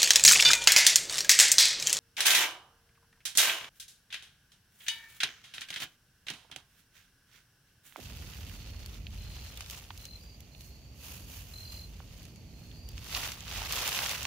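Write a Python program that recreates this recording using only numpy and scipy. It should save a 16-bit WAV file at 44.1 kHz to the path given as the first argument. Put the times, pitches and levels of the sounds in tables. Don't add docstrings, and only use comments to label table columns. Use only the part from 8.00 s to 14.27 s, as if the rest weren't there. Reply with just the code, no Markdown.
import sys
import numpy as np
from scipy import signal
from scipy.fft import rfft, irfft, next_fast_len
from scipy.io import wavfile
from scipy.ndimage import uniform_filter1d

SR = 44100
rng = np.random.default_rng(int(sys.argv[2]) if len(sys.argv) > 2 else 0)


def dump_mix(stems):
    frames = np.atleast_2d(stems).T
    limited = np.clip(frames, -1, 1)
    pcm = np.round(limited * 32767).astype(np.int16)
    wavfile.write(sys.argv[1], SR, pcm)


N = 276404
T = np.arange(N) / SR

# frequency in Hz, relative density in dB per Hz.
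LITTER_SPECTRUM = [(150, -10), (350, -4.5), (650, -0.5), (1050, -1), (1900, -4), (2800, 0.5), (4200, -2.5),
                   (5400, -2.5), (6600, -1.5), (8200, -8.5), (10000, -7.5), (11500, -4.5), (13200, -4),
                   (15500, -2.5)]
# start in seconds,
# hold in seconds, relative crunch level in dB, crisp leaf edges relative to the crunch in dB,
# left minus right in dB.
FOOTFALLS = [ (0.0, .54, -54.5, -1.5, -1), (0.598, 0.36, -57, -4.5, -1), (1.14, 0.23, -57, -3.5, 1),
             (1.348, .28, -53.5, -4, 1), (1.725, 0.053, -50.5, -1.5, 0.5), (1.98, 0.08, -60, 2.5, -2),
             (2.145, .1, -63.5, 0, -1), (2.618, .03, -66, 8, -4), (3.927, .16, -63, -3, 0.5),
             (4.137, .11, -60, -2, -1), (4.594, .17, -66, -1, 1), (4.97, .1, -56, -3, 0),
             (5.159, .1, -39.5, -3, 1), (5.522, .12, -41, -5.5, 0), (5.744, .29, -36.5, -2.8, 1),
             (6.086, .03, -38, -2.5, 2), (6.184, .07, -43, -4, -0.5), ]
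FOOT_ATTACK_S, FOOT_RELEASE_S = 0.075, 0.08
FULL_STEP_DB = -37
BREAKS_PER_S, BREAKS_POWER = 1700, 0.22
BODY_POWER = 0.14
STIR_DB = -69
RUB_DB = -5


def leaves(spread_db, flurry_db, stems_db, body_db, crisp_db, crunch_db):
    weight, edges = np.full((2, N), undb(STIR_DB)), np.zeros((2, N))
    for start_s, hold_s, crunch_level_db, edge_db, pan_db in FOOTFALLS:
        envelope = press(start_s, hold_s, FOOT_ATTACK_S, FOOT_RELEASE_S)
        foot = envelope * undb(crunch_level_db) * place(pan_db)
        weight = np.maximum(weight, foot)
        edges = np.maximum(edges, foot * undb(edge_db))
    load = weight.mean(axis=0) / undb(FULL_STEP_DB)

    breaking = crackle(BREAKS_PER_S * load ** BREAKS_POWER, spread_db, flurry_db)
    breaking = breaking + undb(stems_db) * stems(rate=32, spread_db=-0.5)
    litter = colour(breaking + undb(RUB_DB) * air(N), LITTER_SPECTRUM)

    crisp = unit(band(litter, 6200, 24000, order=3))
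    crunch = unit(band(litter, 150, 5200, order=3))
    body = signal.sosfiltfilt(signal.butter(2, 1700, fs=SR, output="sos"), crunch)
    crunch = crunch + body * (undb(body_db) * load ** BODY_POWER - 1)
    return undb(crisp_db) * crisp * edges + undb(crunch_db) * crunch * weight


# ring time constant in seconds, relative scatter level in dB,
# scatter time constant in seconds.
LEAF_FADE = (.0009, -14, .005)


def crackle(rate, spread_db, flurry_db, count=40):
    out = 0
    flurry = undb(flurry_db * walk(70))
    for centre_hz in np.geomspace(600, 15000, count):
        share = (centre_hz / 3500) ** 0.6
        chance = flurry * share * rate / count / SR
        hits = np.flatnonzero(rng.random(N) < chance)
        grade = np.minimum(rng.exponential(size=len(hits)), 3.3)
        sign = rng.choice([-1, 1], len(hits))
        breaks = np.zeros((1, N))
        breaks[0, hits] = undb(spread_db * grade) * sign / np.sqrt(rate[hits])
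        leaf = crack(centre_hz, breadth=0.52, click_db=-0.5, fade=LEAF_FADE)
        leaf = unit(leaf) * np.sqrt(centre_hz / share)
        out = out + signal.oaconvolve(breaks, leaf, axes=1)[:, :N]
    return unit(out)


# ring time constant in seconds,
# relative scatter level in dB, scatter time constant in seconds.
TWIG_FADE = (.0015, -14, .007)


def stems(rate, spread_db, count=6):
    out = 0
    for centre_hz in np.geomspace(1500, 7000, count):
        hits = rng.random((1, N)) < rate / count / SR
        breaks = hits * undb(spread_db * rng.uniform(-1.1, 1, N))
        stem = crack(centre_hz, breadth=0.79, click_db=-9.5, fade=TWIG_FADE)
        out = out + signal.oaconvolve(breaks, unit(stem), axes=1)[:, :N]
    return unit(out)


# start in seconds, relative level in dB, lowest and highest frequency in Hz.
SNAPS = [ (0.8607, -36.5, 2240, 15000), (1.068, -36, 1860, 4670), (1.5737, -35, 2330, 16000),
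         (1.6074, -32, 890, 12100), (1.6614, -40, 1460, 12000), (1.6991, -33, 1290, 15000),
         (1.709, -33.5, 2400, 16000), (1.905, -33, 780, 3960), (1.977, -40, 2180, 12000),
         (2.0537, -35, 1650, 13800), (2.405, -43, 2200, 16000), (2.5488, -46, 1800, 4500),
         (2.6082, -42, 1810, 15150), (4.003, -44, 550, 1510), (4.23, -46, 3000, 14000),
         (4.253, -43.5, 1800, 12100), (4.3595, -48, 1500, 11060), (4.714, -46, 1700, 4400),
         (4.8885, -38.5, 2470, 16200), (4.9787, -36, 1490, 6940), (5.0438, -39.5, 2000, 13800),
         (5.149, -21, 1592, 6000), (5.319, -31, 1397, 12300), (5.406, -36, 1780, 11000),
         (5.618, -30.5, 298.5, 2990), (5.724, -22, 1990, 15900), (5.8773, -22.5, 2210, 16150),
         (5.891, -25.5, 2000, 15800), (5.928, -25, 1500, 11180), (5.9895, -22.5, 590, 5500),
         (6.061, -25, 923, 9050), (6.0936, -25, 900, 12000), (6.1116, -28.5, 1500, 15000),
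         (6.23, -27.5, 2236, 16100), (6.2524, -23.5, 795, 8300), ]


def twigs(gain_db):
    out = np.zeros((2, N + SR))
    for start_s, db, low_hz, high_hz in SNAPS:
        snap = crack(np.sqrt(low_hz * high_hz), breadth=1.9, click_db=8.5, fade=TWIG_FADE)
        snap = colour(band(snap, low_hz, high_hz, order=3), LITTER_SPECTRUM)
        start = int(start_s * SR)
        short_rms = np.sqrt(np.sum(snap ** 2) / 2 / (0.002 * SR))
        out[:, start:start + snap.shape[1]] += snap / short_rms * undb(db + gain_db)
    return out[:, :N]


# frequency in Hz, relative density in dB per Hz.
CLOTH_SPECTRUM = [(200, -11), (600, -4.5), (1500, -5.5), (2100, -5.5), (2700, 2.5), (3800, -2.5),
                  (5200, -2), (6600, 1.5), (8000, -7), (9500, -5), (11300, -1), (15500, -2)]
# start in seconds, hold in seconds, relative level in dB.
SWISHES = [(3.046, 0.11, -48.5), (3.303, 0.089, -49.5), (3.474, 0.17, -54), (3.723, .03, -51)]
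SWISH_ATTACK_S, SWISH_RELEASE_S = 0.047, 0.098


def sleeve(gain_db, pan_db, catch_db):
    hiss = unit(colour(air(N) * undb(catch_db * walk(300)), CLOTH_SPECTRUM))
    strokes = [press(start_s, hold_s, SWISH_ATTACK_S, SWISH_RELEASE_S) * undb(db)
               for start_s, hold_s, db in SWISHES]
    slide = np.max(strokes, axis=0)
    return hiss * slide * undb(gain_db) * place(pan_db)


# start in seconds, length in seconds, nominal pitch in Hz, relative level in dB,
# rise over the chirp in dB, left minus right in dB.
CHIRPS = [ (0.023, 0.57, 4650, -74, -5, 10), (0.566, 0.3, 4370, -62, 0, 7),
          (1.182, .345, 4176, -60, -3, 26), (1.312, 0.12, 4740, -65, 4, 4), (1.989, 0.18, 4127, -52, 9, 15),
          (2.199, 0.16, 4760, -63, 2, 16), (2.513, 0.25, 4290, -63, -4, 2), (2.709, 0.24, 4550, -65, -1, 8),
          (2.988, .27, 4530, -61, 0, 8), (3.533, 0.33, 4166, -44, -1, 4), (3.645, 0.17, 4770, -58, -2, 8),
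          (4.536, 0.28, 4270, -62, 0, 5), (4.732, .18, 4720, -62, 0, -5), ]
WING_HZ = 42.94
WARM_UP_HZ, WARM_UP_STROKES = 68.3, 1.57


def crickets(stroke_share, droop_hz, echo_db, echo_s):
    direct, spread = np.zeros((2, 2, N + SR))
    for start_s, length_s, pitch_hz, db, rise_db, pan_db in CHIRPS:
        cycle = np.arange(int(length_s * SR)) / SR * WING_HZ
        stroke_number = cycle.astype(int)
        stroke = np.minimum(cycle % 1 / stroke_share, 1)
        rise = rise_db * np.linspace(-0.5, 0.5, len(cycle))
        force = undb(0.37 * rng.standard_normal(64)[stroke_number] + rise)
        warm_up = WARM_UP_HZ * np.exp(-cycle / WARM_UP_STROKES)
        tone_hz = pitch_hz - warm_up + droop_hz * (0.5 - stroke)
        phase = 2 * np.pi * (np.cumsum(tone_hz) / SR + rng.random(64)[stroke_number])
        pulse = np.sin(np.pi * stroke) ** 2
        chirp = pulse * force * np.sin(phase) * signal.windows.tukey(len(cycle), 0.04)
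        start = max(int(start_s * SR), 0)
        direct[:, start:start + len(chirp)] += chirp * undb(db) * place(pan_db)
        spread[:, start:start + len(chirp)] += chirp * undb(0.5 * db)
    trees = rng.standard_normal((2, SR)) * np.exp(-T[:SR] / echo_s)
    echo = signal.oaconvolve(spread, trees / np.sqrt(np.sum(trees ** 2) / 2), axes=1)
    return direct[:, :N] + undb(echo_db) * echo[:, :N]


def chorus(centre_hz, width_hz, db):
    edges_hz = [centre_hz - width_hz / 2, centre_hz + width_hz / 2]
    ring = signal.butter(2, edges_hz, "band", fs=SR, output="sos")
    return unit(signal.sosfilt(ring, air(N))) * undb(db + 2.0 * walk(2.45) + 2 * walk(40))


# frequency in Hz, relative density in dB per Hz.
RUMBLE_SPECTRUM = [(20, -26), (32, -26), (45, -7), (58, -2.5), (70, -6), (90, -7), (125, -12), (170, -15),
                   (240, -20), (350, -28.5), (600, -35), (1200, -50.5)]
# time in seconds, relative deep rumble level in dB,
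# relative level in dB of the wind flutter pitched above it.
RUMBLE_COURSE = [(0.0, -47, -52.5), (0.28, -44, -51), (0.33, -53, -55), (0.38, -42.5, -52),
                 (0.64, -46, -53), (1.24, -41.5, -53.5), (1.67, -51.5, -59), (2.93, -52, -58),
                 (3.28, -49, -52), (3.4, -47.5, -58), (4.57, -51.5, -52.5), (4.94, -42, -52.5),
                 (5.11, -51, -53.5), (5.15, -38, -53.5), (5.43, -55.5, -54), (5.6, -41, -51.5),
                 (5.93, -54.5, -55), (6.27, -49.5, -52.5)]


def low_rumble(deep_db, flutter_db):
    deep = unit(band(colour(air(N), RUMBLE_SPECTRUM), 7.2, 104.3, order=4))
    flutter = unit(band(colour(air(N), RUMBLE_SPECTRUM), 97.5, 2160, order=4))
    deep = deep * swell(RUMBLE_COURSE, order=1) * undb(deep_db)
    return deep + flutter * swell(RUMBLE_COURSE, order=2) * undb(flutter_db)


# frequency in Hz, relative density in dB per Hz.
FOREST_SPECTRUM = [(100, 8.5), (400, 8), (700, 6), (1400, -7.5), (2000, -3), (2700, 4), (3600, -4),
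                   (5400, -0.5), (6600, 3), (8300, -10.5), (10500, -7), (12000, -4.5), (15500, -7)]


def forest(db):
    return unit(colour(air(N), FOREST_SPECTRUM)) * undb(db + 0.2 * walk(8.1))


# frequency in Hz, likeness from 0 to 1.
LIKENESS = [(60, .98), (130, .95), (300, .84), (650, .88), (1400, .6), (3100, .25), (6800, .03), (15000, 0)]
# frequency in Hz, left minus right in dB.
PORT_BALANCE = [(60, -1), (300, -2.5), (1200, -3), (2500, -8), (4400, -2), (6200, -0.7), (9000, 5.5),
                (15000, -1.5)]


def ports(x):
    like = across(LIKENESS, N)
    left, right = rfft(x)
    mid = (left + right) / 2 * np.sqrt(1 + like)
    side = (left - right) / 2 * np.sqrt(1 - like)
    return irfft(np.array([mid + side, mid - side]) * place(across(PORT_BALANCE, N)), N)


def crack(centre_hz, breadth, click_db, fade, size=2048):
    ring_s, scatter_db, scatter_s = fade
    t = np.arange(size) / SR
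    burst = air(size) * (np.exp(-t / ring_s) + undb(scatter_db) * np.exp(-t / scatter_s))
    burst[[0, 1], rng.integers(0, 4, 2)] += undb(click_db)
    return band(burst, centre_hz / (1 + breadth), centre_hz * (1 + breadth), order=1)


def press(start_s, hold_s, attack_s, release_s):
    before = np.minimum(T - start_s, 0)
    after = np.maximum(T - start_s - hold_s, 0)
    return np.exp(before / attack_s - after / release_s)


def air(size):
    return rng.standard_normal((2, size))


def walk(rate):
    step = int(SR / rate)
    steps = np.repeat(rng.standard_normal(N // step + 2), step)
    return unit(uniform_filter1d(steps, step)[:N])


def swell(table, order=1):
    rows = np.array(table)
    return undb(np.interp(T, rows[:, 0], rows[:, order], left=-120, right=-120))


def across(points, size):
    hz, value = np.transpose(points)
    return np.interp(np.log(np.fft.rfftfreq(size, 1 / SR) + 1), np.log(hz), value)


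def colour(x, points):
    size = next_fast_len(x.shape[-1] + 4096)
    cepstrum = irfft(np.log(undb(across(points, size))), size)
    cepstrum[1:size // 2] *= 2
    cepstrum[size // 2 + 1:] = 0
    return irfft(rfft(x, size) * np.exp(rfft(cepstrum)), size)[..., :x.shape[-1]]


def band(x, low_hz, high_hz, order=2):
    high = min(high_hz, 0.47 * SR)
    low = min(low_hz, high / 2)
    return signal.sosfilt(signal.butter(order, [low, high], "band", fs=SR, output="sos"), x)


def place(pan_db):
    return undb(np.array([[0.5], [-0.5]]) * pan_db)


def undb(db):
    return 10 ** (np.asarray(db) / 20)


def unit(x):
    return x / np.sqrt(np.mean(x ** 2))


def scene():
    feet = leaves(spread_db=2.0, flurry_db=2.5, stems_db=-12, body_db=-0.96, crisp_db=1.0, crunch_db=1.24)
    near = feet + twigs(gain_db=-3.0) + sleeve(gain_db=1.5, pan_db=-2.0, catch_db=1.7)
    insects = crickets(stroke_share=0.546, droop_hz=134.6, echo_db=-23, echo_s=0.024)
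    insects = insects + chorus(4520, 450, db=-69.0)
    woods = forest(db=-62) * place(pan_db=-3.0)
    return ports(near + insects + woods + low_rumble(deep_db=-0.1, flutter_db=1))


TOP_HZ = 15600


def record(dry):
    return signal.sosfilt(signal.ellip(10, 0.2, 70, TOP_HZ, fs=SR, output="sos"), dry)


dry = scene()
out = record(dry)
dump_mix(out)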